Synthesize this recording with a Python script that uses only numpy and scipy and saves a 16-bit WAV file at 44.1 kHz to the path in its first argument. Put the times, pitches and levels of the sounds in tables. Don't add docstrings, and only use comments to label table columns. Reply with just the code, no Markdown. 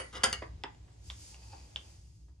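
import sys
import numpy as np
from scipy import signal
from scipy.fft import rfft, irfft, next_fast_len
from scipy.io import wavfile
from scipy.ndimage import uniform_filter1d, minimum_filter1d

SR = 44100
rng = np.random.default_rng(int(sys.argv[2]) if len(sys.argv) > 2 else 0)


def waveform_to_disk(signal):
    frames = np.transpose(np.atleast_2d(signal))
    scaled = np.clip(frames, -1, 1) * 32767
    samples = np.round(scaled).astype(np.int16)
    wavfile.write(sys.argv[1], SR, samples)


N = 105840
T = np.arange(N) / SR


def clanks():
    # start_s, level_db, bright_hz, chatter_decay_s, ping_db, tuning_ratio, loose_db
    contacts = [(-.034, -2, 3000, 0.0022, -18, 1, 0), (-.025, -11.5, 570, 0.0027, -32.5, 1, -5.5),
                (-.015, -9, 8820, .001, -15.5, 1.01, 0.5), (.2345, -8, 4840, 0.0017, -25, 0.94, 1.5),
                (.2353, -6, 3143, 0.0014, -17.5, 1.2, -2), (0.237, 1.5, 1160, 0.0024, -27.5, 1.055, 1),
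                (0.2376, -6.5, 327, 0.0059, -26, 1, -6.5), (0.2385, 1.5, 6656, 0.0017, -17, 1.02, 1),
                (.2398, -1, 8600, 0.0028, -13.5, 1, -3), (0.2411, -11, 4850, .0017, -15.5, 1.1, -1.5),
                (.3279, -5, 7800, 0.00064, -34.5, .97, 0), (.3287, -17, 2947, 0.0023, -31.5, .97, 14),
                (.3373, -20.5, 4400, 0.0069, -53, .97, 13)]
    lead_s = .05
    lead = round(lead_s * SR)
    out = np.zeros(lead + N)
    for s, db, hz, decay_s, ping_db, tuning, loose_db in contacts:
        add(out, lead_s + s, amp(db) * steel(contact(.1, decay_s), hz, tuning, loose_db))
        add(out, lead_s + s, amp(ping_db) * ping(hz, rise_s=.0014))
    return placed(out, wet_db=-.5, pan_db=.5)[:, lead:]


def steel(force, bright_hz, tuning=1, loose_db=0, ring_db=-16):
    # pitch_hz, level_db, pressed_t60_s, free_ring_db
    modes = [(527, -20, 0.11, -13.5), (683, -15.5, .02, -12.5), (845, -17.5, 0.016, -18.5),
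             (1030, -15.5, .019, -19.5), (1240, -11.5, .015, -15), (1373, -10, 0.026, -13.5),
             (1987, -6.5, .01, -16), (2270, -15, 0.031, -15), (2954, -7.5, .016, -10.5),
             (3115, -8.5, 0.016, -21), (3390, -13, 0.01, -22), (4350, -15.5, .015, -15.5),
             (4640, -9.5, 0.015, -20), (4965, -7.5, 0.013, -21.5), (6800, -11.5, 0.016, -23),
             (9020, -9, .012, -29.5)]
    # frequency_hz, gain_db
    clatter_body = [(120, 6), (230, 9.5), (380, 7), (600, 5.5), (950, 7), (1600, -0.5), (2500, 0),
                    (3600, 1.5), (4200, -1), (5800, -0.5), (7600, 1), (8600, 6.5), (10200, 4), (11500, -8)]
    free_t60_s, clatter_decay_s, crack_db = .11, .0031, -4
    t = T[:SR // 2]
    ring = np.zeros(len(t))
    for k, (hz, db, t60, free_db) in enumerate(modes):
        pressed = amp(db - 60 * t / t60)
        free = amp(db + free_db + loose_db - 60 * t / free_t60_s)
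        ring += (-1) ** k * np.sin(2 * np.pi * tuning * hz * t) * (pressed + free)
    clatter = rng.standard_normal(len(t)) * np.exp(-t / clatter_decay_s)
    clatter /= np.linalg.norm(clatter)
    clatter[0] += amp(crack_db)
    response = amp(ring_db) * ring + colour(clatter, lambda f: read(clatter_body, f))

    def tone_db(f):
        off_peak_db = np.minimum(3 * np.log2((f + 1) / bright_hz) ** 2, 10)
        band_loss_db = 10 * np.log10(1 + (f / 10600) ** 40 + (170 / (f + 1)) ** 4)
        return -off_peak_db - band_loss_db
    return colour(signal.fftconvolve(force, response)[:len(force)], tone_db)


def contact(chatter, decay_s, size=16384):
    push = chatter * rng.standard_normal(size) * np.exp(-T[:size] / decay_s)
    push[0] = 1
    return push


def ping(hz, rise_s, size=2048):
    swell = T[:size] / rise_s
    return (swell * np.exp(1 - swell)) ** 2 * np.sin(2 * np.pi * hz * T[:size])


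def knocks():
    # start_s, level_db, treble_corner_hz, scuff_decay_s
    blows = [(0.4208, -12.5, 1120, 0.0091), (0.4241, -22.5, 2000, 0.0085), (0.6371, -12, 3630, 0.0019),
             (0.6408, -12, 1400, 0.0061), (.643, -27, 403, 0.019), (0.7473, -41, 5460, .003),
             (.880, -43, 1570, 0.013), (1.532, -26, 870, 0.012), (2.284, -42, 983, 0.01)]
    # frequency_hz, gain_db
    body = [(60, -29), (180, -26), (290, 6.5), (500, -0.5), (750, 1), (1050, 3.5), (1400, -2), (1950, 5),
            (2550, 2), (3200, 10.5), (4200, -5), (5200, 7.5), (6300, -8.5), (8000, 4.5), (11000, -45)]
    out = np.zeros(N)
    for s, db, corner_hz, scuff_s in blows:
        force = contact(.21, scuff_s)
        knock = colour(force, lambda f: read(body, f) - 10 * np.log10(1 + (f / corner_hz) ** 4.7))
        add(out, s, amp(db) * knock)
    return out


def scrapes(slips_per_s=1600):
    # start_s, length_s, first_db, last_db, bright_hz
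    strokes = [(0.127, .056, -37, -29.5, 2900), (0.187, 0.051, -47.5, -37, 1299)]
    # frequency_hz, gain_db
    rasp = [(100, -5), (200, 1), (330, 6), (600, 1.5), (900, 4), (1400, 15), (2000, -4.5), (3000, 2),
            (4000, -11), (4850, 2), (5600, -11.5), (8000, -17), (12000, -30.5)]
    t = T[:SR // 2]
    out = np.zeros(N)
    for s, length, first_db, last_db, hz in strokes:
        slips = rng.standard_normal(len(t)) * (rng.random(len(t)) < slips_per_s / SR) * (t < length)
        slips *= amp(np.interp(t, [0, length], [first_db, last_db]))
        add(out, s, steel(slips, hz, ring_db=-18) + colour(slips, lambda f: read(rasp, f)))
    return out


def ticks(rise_cycles=2, bounce_s=.00252, bounce_db=-14):
    # start_s, level_db, pitch_hz, relative_snap_db
    clicks = [(1.1007, -29.5, 3410, 7.5), (1.344, -45, 2820, 11), (1.531, -43.5, 826, -11),
              (1.7601, -21.5, 3235, 0)]
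    # frequency_hz, gain_db
    snap = [(100, -11), (400, -3), (1000, 1.5), (1500, -3.5), (2300, 3.5), (3000, -0.5), (4300, -0.5),
            (5600, -2.5), (8000, -12), (12000, -37)]
    out = np.zeros(N)
    for s, db, hz, snap_db in clicks:
        click = amp(db) * ping(hz, rise_cycles / hz)
        add(out, s, click)
        add(out, s, amp(db + snap_db) * colour(contact(.12, decay_s=.011), lambda f: read(snap, f)))
        add(out, s + bounce_s, amp(bounce_db) * click)
    return out


def rub(slips_per_s=2100, uneven_db=3, catch_s=.04):
    # pitch_hz, width_hz, gain_db
    modes = [(870, 81, -0.5), (2570, 170, -5.5), (4702, 290, -3), (5300, 100, -8.5), (6900, 160, -11)]
    # time_s, level_db
    level = [(0, -96), (1.25, -92.5), (1.32, -69.5), (1.5, -65.5), (1.7, -69.5), (1.88, -74), (2.05, -86),
             (2.4, -93.5)]
    catch = uniform_filter1d(rng.standard_normal(N), round(catch_s * SR))
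    catch = unit(uniform_filter1d(catch, round(catch_s * SR / 2)))
    slips = rng.standard_normal(N) * (rng.random(N) < slips_per_s / SR) * amp(uneven_db * catch)

    def resonance_db(f):
        power = sum(amp(db) ** 2 / (1 + (2 * (f - hz) / width) ** 2) for hz, width, db in modes)
        return 10 * np.log10(power)
    return unit(colour(slips, resonance_db)) * amp(curve(level))


def hiss():
    spectrum = [(300, -18), (900, -13), (1800, -12.5), (2800, -5.5), (4100, -5.5), (4900, 3.5),
                (5500, -0.5), (6300, 1.5), (7500, -0.5), (10000, -1.5), (11500, -7), (12600, -10.5),
                (13500, -35)]
    level = [(0, -66), (.5, -74.5), (.9, -74), (1.01, -71), (1.07, -57), (1.16, -58.5), (1.22, -53.5),
             (1.32, -54.5), (1.38, -63), (1.48, -60), (1.72, -65), (1.901, -61.5), (2.05, -68.5),
             (2.24, -73.5), (2.4, -82)]
    return noise(spectrum) * amp(curve(level))


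def whistle(width_hz=90):
    glide = [(.66, 7120, -90), (.73, 7100, -75), (.79, 7200, -74), (.85, 7850, -79), (.92, 7760, -73),
             (.98, 7040, -75), (1.04, 6500, -88.5)]
    fuzz = unit(signal.lfilter([1], [1, -np.exp(-np.pi * width_hz / SR)], rng.standard_normal(N)))
    sounding = (T > glide[0][0]) & (T < glide[-1][0])
    tone = np.sin(2 * np.pi * np.cumsum(curve(glide)) / SR)
    return sounding * amp(curve(glide, column=2)) * fuzz * tone


def rumble():
    spectrum = [(12, -43), (27, -13), (38, -25.5), (48, -14), (59, 5.5), (76, -7), (105, -3.5),
                (130, -17.5), (165, -15.5), (225, -36), (300, -24.5), (600, -50.5), (2000, -75)]
    level = [(0, -55), (.3, -48.5), (.44, -50.5), (.53, -46), (.63, -49.5), (.75, -52), (0.949, -53),
             (1.09, -49.5), (1.2, -52), (1.42, -55), (1.55, -51), (1.8, -54.5), (2.15, -53), (2.25, -53.5),
             (2.4, -58)]
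    return noise(spectrum) * amp(curve(level))


def room_tone():
    spectrum = [(40, -11), (200, 3), (450, 0), (850, -1.5), (1300, -11), (2000, -10.5), (4000, -12),
                (8000, -23.5), (13000, -45)]
    level = [(0, -61.5), (1, -68.5), (1.6, -65), (1.899, -64.5), (2.1, -79), (2.4, -81.5)]
    return noise(spectrum) * amp(curve(level))


def placed(x, wet_db, pan_db):
    lean = [(200, 0.5), (600, -4), (1200, -3), (2100, -2.5), (3000, 3.5), (4000, -2), (5000, 2),
            (8000, 0.5)]
    direct = np.array([colour(x, lambda f: side * (read(lean, f) + pan_db) / 2) for side in (1, -1)])
    return direct + amp(wet_db) * room(x)


def room(x, early_db=-9, early_decay_s=.017, tail_delay_s=.0056):
    reverb = [(100, -5, .5), (260, 0, 0.24), (1000, 1, 0.23), (2000, -1.5, 0.28), (3220, -7, 0.21),
              (5070, -13.5, 0.42), (9050, -19, 0.39)]
    t = T[:SR]
    hz, at, bands = signal.stft(rng.standard_normal((2, SR)), SR, nperseg=256)
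    t60 = read(reverb, hz, column=2)[:, None]
    bands *= amp(read(reverb, hz)[:, None] - 60 * at / t60)
    bands *= np.sqrt(2 * np.log(1000) / (t60 * SR))
    tail = signal.istft(bands, SR, nperseg=256)[1][:, :SR] * (t > tail_delay_s)
    early = rng.standard_normal((2, SR)) * (rng.random((2, SR)) < .1)
    early *= np.exp(-t / early_decay_s) * (t > .001)
    response = diffuse(tail + amp(early_db) * unit(early) / np.sqrt(SR))
    return signal.fftconvolve(x[None], response, axes=1)[:, :len(x)]


def noise(spectrum):
    gain = amp(read(spectrum, np.fft.rfftfreq(N, 1 / SR)))
    return unit(diffuse(irfft(rfft(rng.standard_normal((2, N))) * gain, N)))


def diffuse(pair):
    spread = [(40, -28), (110, -18.5), (250, -7), (600, 2), (1200, 1.5), (3000, -2), (5000, 1), (7000, -8),
              (8600, -7), (9400, -32), (10500, -45.5)]
    n = pair.shape[1]
    width = amp(read(spread, np.fft.rfftfreq(n, 1 / SR)))
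    mid, side = rfft(pair) / np.sqrt(1 + width ** 2)
    return irfft([mid + width * side, mid - width * side], n)


def colour(x, db_at, size=4096):
    hz = abs(np.fft.fftfreq(size, 1 / SR))
    log_gain = np.log(amp(np.maximum(db_at(hz), -100)))
    taps = np.fft.ifft(np.exp(np.conj(signal.hilbert(log_gain)))).real[:size // 2]
    return signal.fftconvolve(x, taps)[:len(x)]


def amp(db):
    return 10 ** (np.asarray(db) / 20)


def unit(x):
    return x / np.sqrt(np.mean(x ** 2) + 1e-20)


def read(points, hz, column=1):
    p = np.transpose(points)
    return np.interp(np.log(hz + 1), np.log(p[0] + 1), p[column])


def curve(points, column=1):
    p = np.transpose(points)
    return np.interp(T, p[0], p[column])


def add(mix, s, sound):
    part = mix[max(round(s * SR), 0):][:len(sound)]
    part += sound[:len(part)]


def scene():
    tool = clanks() + placed(scrapes() + rub(), wet_db=2, pan_db=2.5)
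    tool += placed(knocks(), wet_db=-1, pan_db=.5) + placed(ticks(), wet_db=-1, pan_db=-1)
    return tool + hiss() + rumble() + room_tone() + whistle()


def record(dry):
    channel_phase = [(100, 0), (3000, 0.8), (5000, 0.44), (6800, 1.47), (8300, 2.5), (9300, 3.5),
                     (10200, np.pi), (16000, np.pi)]
    ceiling, hold_s, edge_hz = .32, .004, 13200
    size = next_fast_len(N + 4096)
    phase = read(channel_phase, np.fft.rfftfreq(size, 1 / SR))
    pair = irfft(rfft(dry, size) * np.exp(.5j * np.array([phase, -phase])), size)[:, :N]
    hold = int(hold_s * SR)
    gain = ceiling / np.maximum(abs(pair).max(0), ceiling)
    limited = pair * uniform_filter1d(minimum_filter1d(gain, hold), hold)
    lowpass = signal.firwin(255, edge_hz, window=("kaiser", 9), fs=SR)
    return signal.oaconvolve(limited, lowpass[None], "same")


dry = scene()
out = record(dry)
waveform_to_disk(out)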